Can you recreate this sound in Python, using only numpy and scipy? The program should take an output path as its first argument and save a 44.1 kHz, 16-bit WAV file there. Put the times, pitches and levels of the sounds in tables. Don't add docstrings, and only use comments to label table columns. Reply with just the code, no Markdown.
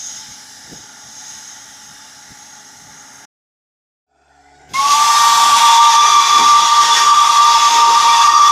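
import sys
import numpy as np
from scipy import signal
from scipy.fft import rfft, irfft, next_fast_len
from scipy.io import wavfile
from scipy.ndimage import uniform_filter1d, map_coordinates

SR = 44100
rng = np.random.default_rng(int(sys.argv[2]) if len(sys.argv) > 2 else 0)


def generate_wav(signal):
    frames = np.transpose(np.atleast_2d(signal))
    scaled = np.clip(frames, -1, 1) * 32767
    pcm = np.round(scaled).astype(np.int16)
    wavfile.write(sys.argv[1], SR, pcm)


N = 375291

# settled/Hz, slur share, slur/s, flat share, climb/s, cold share, warming/s
LONG_PITCH = (929, -.05, .035, .082, .25, .012, .8)
SHORT_PITCH = (1177, .045, .012, .074, .125, .012, .6)
# t/s, level/dB
LONG_TONE = [(4.75, -43), (4.79, -24), (5.02, -17), (5.71, -12), (5.73, -9), (5.96, -12), (5.98, -20.5),
             (6.2, -19), (6.36, -24), (6.41, -12.5), (6.46, -22), (6.62, -12), (6.86, -21), (6.91, -14),
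             (6.97, -23.5), (7.01, -15), (7.06, -33), (7.13, -13), (7.18, -28), (7.25, -13), (7.38, -21.5),
             (7.5, -12), (7.63, -12), (7.68, -29), (7.72, -12.5), (7.96, -12), (8.0, -18), (8.06, -10),
             (8.12, -17.5), (8.21, -11), (8.24, -21), (8.32, -14), (8.41, -25), (8.51, -19.5)]
SHORT_TONE = [(4.74, -23.5), (4.79, -13.5), (5.51, -13), (5.55, -7), (5.6, -21), (5.64, -7), (5.75, -17.5),
              (5.81, -6), (5.91, -14.5), (5.93, -24), (5.97, -6), (6.07, -9.5), (6.11, -15.5), (6.2, -6.5),
              (6.27, -17), (6.37, -4.5), (6.41, -27), (6.45, -8.5), (6.57, -6), (6.62, -17.5), (6.82, -6),
              (6.86, -25.5), (6.93, -10), (6.97, -27), (7.0, -18), (7.11, -7), (7.35, -15), (7.37, -7.5),
              (7.62, -16), (7.67, -8), (7.74, -30), (7.83, -6.5), (7.93, -22), (7.98, -9.5), (8.01, -15.5),
              (8.51, -7)]
# multiple of pitch, width/Hz, level/dB
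LONG_MODES = [(.81, 48, -32.5), (.95, 39, -16.5), (1, 60, -10.5), (1.699, 40, -28), (2.99, 38, -20.5),
              (3.99, 25, -18.5), (4.19, 50.1, -20.5), (5.42, 46, -23), (5.7, 70, -15.5)]
SHORT_MODES = [(.955, 49.6, -10.5), (1.01, 79.6, -8), (1.8, 30, -30), (2.83, 90, -18), (3.98, 91, -19),
               (4.921, 170, -17), (5.6, 216, -28.5)]
# t/s, level/dB
SQUEAK = [(4.737, -32), (4.745, -31), (4.761, -18.5), (4.79, -34), (4.806, -25), (4.825, -62)]
# t/s, long bell's octave/dB, short bell's octave/dB, short bell's twelfth/dB
OVERTONES = [(4.85, -43.5, -40, -42), (5.19, -29.5, -32, -29), (5.92, -33.5, -32.5, -21),
             (6.15, -33, -25.5, -21.5), (6.44, -31.5, -33, -21), (6.49, -42, -39, -26),
             (6.88, -30, -43, -31), (6.93, -40, -45, -13), (6.97, -23, -31, -23.5), (7.09, -40, -41, -26),
             (7.76, -32.5, -37, -22), (7.89, -35, -46, -32), (8.09, -26, -25, -23.5),
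             (8.23, -30.5, -38, -17), (8.26, -28.5, -49, -31), (8.51, -32.5, -34, -24)]
# t/s, steam level/dB, rumble level/dB
JET = [(4.75, -29, -48), (4.89, -21.5, -48.5), (5.24, -17, -50), (5.56, -16.5, -41), (5.59, -14.5, -47),
       (5.86, -19.5, -45.5), (5.95, -16.5, -49), (5.97, -21, -41), (6.36, -17.5, -42), (6.44, -17, -41),
       (6.59, -20, -41.5), (6.9, -18, -40.5), (6.98, -16.5, -39), (7.14, -21.5, -44), (7.28, -19, -50),
       (7.39, -19, -41), (7.67, -18.5, -42.5), (7.79, -17.5, -37), (7.86, -22.5, -39), (7.9, -19, -36),
       (8.15, -19, -45), (8.24, -17, -47), (8.3, -22, -46), (8.51, -22, -48)]
# f/Hz, level/dB per Hz
STEAM_SPECTRUM = [(320, -57), (550, -35), (760, -16.5), (1030, -16), (1300, -17.5), (1500, -18.5),
                  (2250, -20), (2970, -18), (3440, -15), (4280, -19), (5200, -16), (6500, -15.5),
                  (8000, -30.5), (10000, -34), (14000, -57)]
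SIZZLE_SPECTRUM = [(4410, -19.5), (7500, -5), (8280, -11), (12800, -17.5), (15300, -23.5)]
RUMBLE_SPECTRUM = [(12, -51), (20, -28), (70, -18), (102, -20), (135, -9.5), (305, -5), (420, -1.5),
                   (522, -3.5), (650, -8), (840, -13), (1430, -120)]
# t/s, hiss level/dB, nozzle's shrill ring level/dB
VALVE_LEVELS = [(0.0, -35, -29.5), (0.15, -33.5, -34), (0.29, -38.5, -40), (0.32, -37, -35),
                (0.37, -39, -46), (0.64, -41, -45.5), (0.78, -41, -41), (0.93, -43, -45),
                (1.32, -37.5, -34.5), (1.44, -40, -42.5), (1.49, -39, -35), (1.62, -41, -43),
                (2.26, -42.5, -48), (2.59, -43.5, -39.5), (2.63, -43.5, -49), (2.89, -45, -44),
                (2.92, -43.5, -42.5), (3.24, -46, -46)]
# f/Hz, level/dB per Hz
VALVE_SPECTRUM = [(1290, -27), (2200, -9.5), (2610, -16.5), (2900, -8.5), (3740, -5), (4560, -11),
                  (5080, 1.5), (6440, -16), (6970, -11.5), (8500, -30), (11000, -50), (18700, -120)]
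FIZZ_SPECTRUM = [(4710, -24), (8000, 1.5), (8470, -7), (9040, -0.5), (9420, -5), (10200, -1.5),
                 (10800, -4.5), (11900, -11.5), (14100, -10.5), (15300, -18)]
# f/Hz, width/Hz, level/dB
NOZZLE_RINGS = [(2980, 160, -18), (3730, 660, -7.5), (5200, 220, -6.5), (5730, 330, 0), (7300, 320, -7)]
SHRILL_RINGS = [(6320, 130, -3), (6630, 160, -4)]
# f/Hz, level/dB per Hz
DRAUGHT_SPECTRUM = [(150, -38), (250, -2.5), (279, -16), (306, -12), (386, -19), (414, -9), (445, -28),
                    (673, -12), (841, -7.5), (1020, -15), (1140, -11), (1440, -4.5), (1950, -4),
                    (2610, -25), (2800, -16), (3640, -46), (6160, -120)]
# f/Hz, width/Hz, level/dB
CHIMNEY_RINGS = [(745, 15, -17.5), (862, 60, -5), (1416, 16, -11)]
# f/Hz, level/dB per Hz
FIREBOX_SPECTRUM = [(12, -45), (20, -15), (74, -15), (180, -13), (425, -6.5), (531, -13), (721, -1),
                    (979, -17), (1490, -7.5), (2070, -19.5), (4150, -22.5), (5800, -19), (7650, -23),
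                    (8320, -33), (15300, -53)]
# f/Hz, width/Hz, level/dB
FLUE_RINGS = [(731, 10, -50), (817, 41, -60), (1470, 21, -56), (5270, 60, -73), (5706, 60, -67),
              (6440, 51, -75), (7483, 50, -66), (7698, 50, -74)]
# multiple of shaft rate, peak level/dB
FAR_ORDERS = [(1, -79), (2, -63.5), (3, -61), (4, -59.5), (6, -67.5), (11, -78), (12, -54), (17, -62.5)]
NEAR_ORDERS = [(1, -55), (2, -62.5), (4, -59), (6, -56.5)]
# t/s, thud level/dB, boom level/dB, half length to 1/e /s
THUMPS = [(0.296, -58, -47, .04), (0.731, -38, -45, 0.01), (0.743, -48, -46, 0.091),
          (1.07, -66, -51, 0.033), (1.345, -68, -55, 0.054), (1.92, -68, -51, 0.046),
          (2.312, -52, -43, 0.019), (2.88, -72, -51.5, 0.098), (4.728, -45, -43, 0.032),
          (6.416, -29.5, -47, 0.049), (8.492, -56, -62, 0.02)]
# f/Hz, level/dB per Hz
THUD_SPECTRUM = [(100, -30), (190, -5.5), (250, 6.5), (500, -1), (800, -16), (2000, -74)]
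BOOM_SPECTRUM = [(15, -30), (40, -12), (80, -6), (160, -2.5), (260, -12), (500, -35)]
WIND_SPECTRUM = [(20, -23), (45, -15), (80, 1.5), (250, -5), (330, -13), (700, -1.5), (1500, -63)]

LEVER_S = 4.734
SEEP_S, SEEP_DB = 4.685, -47
SIZZLE_DB, SIZZLE_FOLLOWS = -32.5, 0.85
WET_DB, DRY_S, DRYING_S = 5, 5.65, 0.23
MUFFLED_DB = 2
FIZZ_DB, FIZZ_FOLLOWS = -53, .55
DRAUGHT_DB, WIND_DB = -46.5, -58.5
FIREBOX_DB, CAB_GAIN_DB, CAB_GROWS_DB_PER_S = -45.5, -2.4, 1.5
ORDER_GAIN_DB = 2
CUT_S, CUT_FALL_S, CUT_DB = 3.2515, .009, -60
FADE_IN_S, FADE_LENGTH_S, FADE_POWER = 4.065, .55, 1.04
LIMIT_DB, LIMIT_S = -6.5, 0.013
TOP_HZ = 15420


def amp(db):
    return 10 ** (np.asarray(db) / 20)


def unit(x):
    return x / np.sqrt(np.mean(np.abs(x) ** 2) + 1e-20)


def curves(rows):
    s, *cols = np.transpose(rows)
    return [np.interp(np.arange(N) / SR, s, c) for c in cols]


def begun(s, rise_s):
    return np.clip((np.arange(N) / SR - s) / rise_s, 0, 1)


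def wobble(rate_hz):
    knots = rng.standard_normal(int(N * rate_hz / SR) + 4)
    coarse = np.arange(0, N + 32, 32)
    return np.interp(np.arange(N), coarse, map_coordinates(knots, [coarse * rate_hz / SR]))


def filtered(x, response):
    m = next_fast_len(N + 8192)
    return irfft(rfft(x, m) * response(np.fft.rfftfreq(m, 1 / SR)), m)[..., :N]


def rush(spectrum, patchy_db):
    z = signal.stft(rng.standard_normal(N), nperseg=512)[2]
    field = uniform_filter1d(rng.standard_normal(z.shape), size=2, axis=0)
    field = uniform_filter1d(field, size=50, axis=1)
    noise = signal.istft(z * amp(patchy_db * unit(field)), nperseg=512)[1][:N]
    f, db = np.transpose(spectrum)
    return unit(filtered(noise, lambda hz: amp(np.interp(np.log(hz + 1), np.log(f + 1), db))))


def ringing(modes):
    def peaks(hz):
        return sum(amp(db) / np.sqrt(width) / (1 + (2 * (hz - mid) / width) ** 2) ** 0.84
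                   for mid, width, db in modes)
    return filtered(rng.standard_normal(N), peaks) * np.sqrt(SR / 2)


def breathy(turns, width_hz, flicker_db):
    m = next_fast_len(N)
    hz = np.fft.rfftfreq(m, 1 / SR)
    bands = np.exp(2j * np.pi * rng.random((2, len(hz)))) / (1 + (2 * hz / width_hz) ** 2)
    slow = irfft(bands, m)[:, :N]
    carried = slow[0] * np.cos(2 * np.pi * turns) + slow[1] * np.sin(2 * np.pi * turns)
    return unit(amp(flicker_db * wobble(4)) * carried)


def bell_pitch(pitch):
    settled_hz, slur, slur_s, flat, climb_s, cold, warming_s = pitch
    since = np.clip(np.arange(N) / SR - LEVER_S, 0, None)
    slurred = slur * np.exp(-since / slur_s)
    flattened = flat * np.exp(-(since / climb_s) ** 2)
    chilled = cold * np.exp(-since / warming_s)
    return settled_hz * (1 - slurred - flattened - chilled)


def bell(pitch, rows, modes, drift, shake_db, falter_db, rough):
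    start_s = rows[0][0]
    db = curves(rows)[0]
    wet = 1 + rough * begun(start_s, .1) * (1 - begun(start_s + .1, .4))
    turns = np.cumsum(bell_pitch(pitch) * (1 + drift * wet * wobble(40))) / SR
    falters = falter_db * wet ** .5 * np.clip(wobble(18) - .55, 0, None)
    tone = np.sqrt(2) * amp(db + shake_db * wobble(45) - falters) * np.sin(2 * np.pi * turns)
    blowing = uniform_filter1d(amp(db), size=SR // 4)
    muffled = MUFFLED_DB * (1 - begun(DRY_S, DRYING_S))
    breath = 0
    for k, width_hz, level_db in modes:
        build_up = begun(start_s, 6 / width_hz)
        gain = amp(level_db - muffled * (k > 2.9)) * build_up
        breath = breath + gain * breathy(k * turns, width_hz, flicker_db=3.0)
    return (tone + blowing * breath) * begun(start_s, 0.0037), turns


def overtones(low_turns, high_turns):
    squeak = np.sqrt(2) * amp(curves(SQUEAK)[0]) * np.sin(2 * np.pi * 2 * high_turns)
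    squeak = squeak * begun(SQUEAK[0][0], 0.0036)
    low_db, high_db, twelfth_db = curves(OVERTONES)
    octaves = amp(low_db) * breathy(2 * low_turns, 26, flicker_db=1.4)
    octaves = octaves + amp(high_db) * breathy(2 * high_turns, 38, flicker_db=-0.5)
    octaves = octaves * begun(OVERTONES[0][0], 0.16)
    twelfth = amp(twelfth_db) * breathy(2.955 * high_turns, 95, flicker_db=1.2)
    return squeak + octaves + twelfth * begun(LEVER_S, 0.044)


def steam_jet():
    steam_db, rumble_db = curves(JET)
    surge = wobble(24) + .4 * wobble(9)
    opened = begun(LEVER_S, 0.0033)
    seep = amp(SEEP_DB) * begun(SEEP_S, 0.016)
    steam = (amp(steam_db + 1.01 * surge) * opened + seep) * rush(STEAM_SPECTRUM, patchy_db=2.5)
    swing_db = SIZZLE_FOLLOWS * (steam_db - np.median(steam_db[-SR:]))
    wet_db = WET_DB * (1 - begun(DRY_S, DRYING_S))
    sizzle = amp(SIZZLE_DB + swing_db + wet_db + 0.69 * surge) * rush(SIZZLE_SPECTRUM, patchy_db=3.5)
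    rumble = amp(rumble_db + 2.0 * wobble(16)) * rush(RUMBLE_SPECTRUM, patchy_db=2.0)
    return steam + (sizzle + rumble) * opened


def whistle():
    low, low_turns = bell(LONG_PITCH, LONG_TONE, LONG_MODES,
                          drift=0.00296, shake_db=1.0, falter_db=7.5, rough=3.12)
    high, high_turns = bell(SHORT_PITCH, SHORT_TONE, SHORT_MODES,
                            drift=.005, shake_db=1.4, falter_db=3, rough=1.227)
    return low + high + overtones(low_turns, high_turns) + steam_jet()


def safety_valve():
    valve_db, shrill_db = curves(VALVE_LEVELS)
    hiss = rush(VALVE_SPECTRUM, patchy_db=3.0) + amp(2.5) * unit(ringing(NOZZLE_RINGS))
    valve = amp(valve_db) * unit(hiss)
    shrill = amp(shrill_db + 1.4 * wobble(15)) * unit(ringing(SHRILL_RINGS))
    swing_db = FIZZ_FOLLOWS * (valve_db - np.median(valve_db))
    fizz = amp(FIZZ_DB + swing_db + .6 * wobble(6.6)) * rush(FIZZ_SPECTRUM, patchy_db=1.0)
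    return valve + shrill + fizz


def chimney_draught():
    air = rush(DRAUGHT_SPECTRUM, patchy_db=1.5) + ringing(CHIMNEY_RINGS)
    return amp(DRAUGHT_DB + 0.84 * wobble(7.47)) * air


def generator(shaft_hz, orders, drift, waver_db):
    turns = np.cumsum(shaft_hz * (1 + drift * wobble(8.2))) / SR
    hum = 0
    for k, db in orders:
        gain = amp(db + ORDER_GAIN_DB + waver_db * wobble(8.3))
        hum = hum + gain * np.sin(2 * np.pi * (k * turns + rng.random()))
    return hum


def wind():
    return amp(WIND_DB + 1.1 * wobble(7)) * rush(WIND_SPECTRUM, patchy_db=-2.0)


def platform():
    hum = generator(69.4, FAR_ORDERS, drift=0.00316, waver_db=0.5)
    outside = safety_valve() + chimney_draught() + wind() + hum
    return outside * (amp(CUT_DB * begun(CUT_S, CUT_FALL_S)) - amp(CUT_DB))


def cab():
    firebox = amp(FIREBOX_DB) * rush(FIREBOX_SPECTRUM, patchy_db=5.5)
    hum = generator(70.6, NEAR_ORDERS, drift=0.0011, waver_db=3.1)
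    inside = firebox + ringing(FLUE_RINGS) + hum
    fade = begun(FADE_IN_S, FADE_LENGTH_S) ** FADE_POWER
    since = np.clip(np.arange(N) / SR - FADE_IN_S - FADE_LENGTH_S, 0, None)
    return inside * fade * amp(CAB_GROWS_DB_PER_S * since + CAB_GAIN_DB)


def puffs_and_thumps():
    t = np.arange(N) / SR
    thud, boom = np.zeros((2, N))
    for s, thud_db, boom_db, half_s in THUMPS:
        swell = np.exp(-((t - s) / half_s) ** 2)
        thud = thud + amp(thud_db) * swell
        boom = boom + amp(boom_db) * swell
    return thud * rush(THUD_SPECTRUM, patchy_db=0) + boom * rush(BOOM_SPECTRUM, patchy_db=0)


def scene():
    return np.tile(whistle() + platform() + cab() + puffs_and_thumps(), (2, 1))


def record(dry):
    span = round(LIMIT_S * SR)
    level = np.sqrt(np.abs(uniform_filter1d(dry ** 2, size=span)))
    gain = (1 + (level / amp(LIMIT_DB)) ** 6) ** (-1 / 6)
    held = dry * uniform_filter1d(gain, size=span)
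    soft = held / (1 + np.abs(held) ** 8) ** (1 / 8)
    return filtered(soft, lambda hz: 1 / (1 + (hz / TOP_HZ) ** 600))


dry = scene()
out = record(dry)
generate_wav(out)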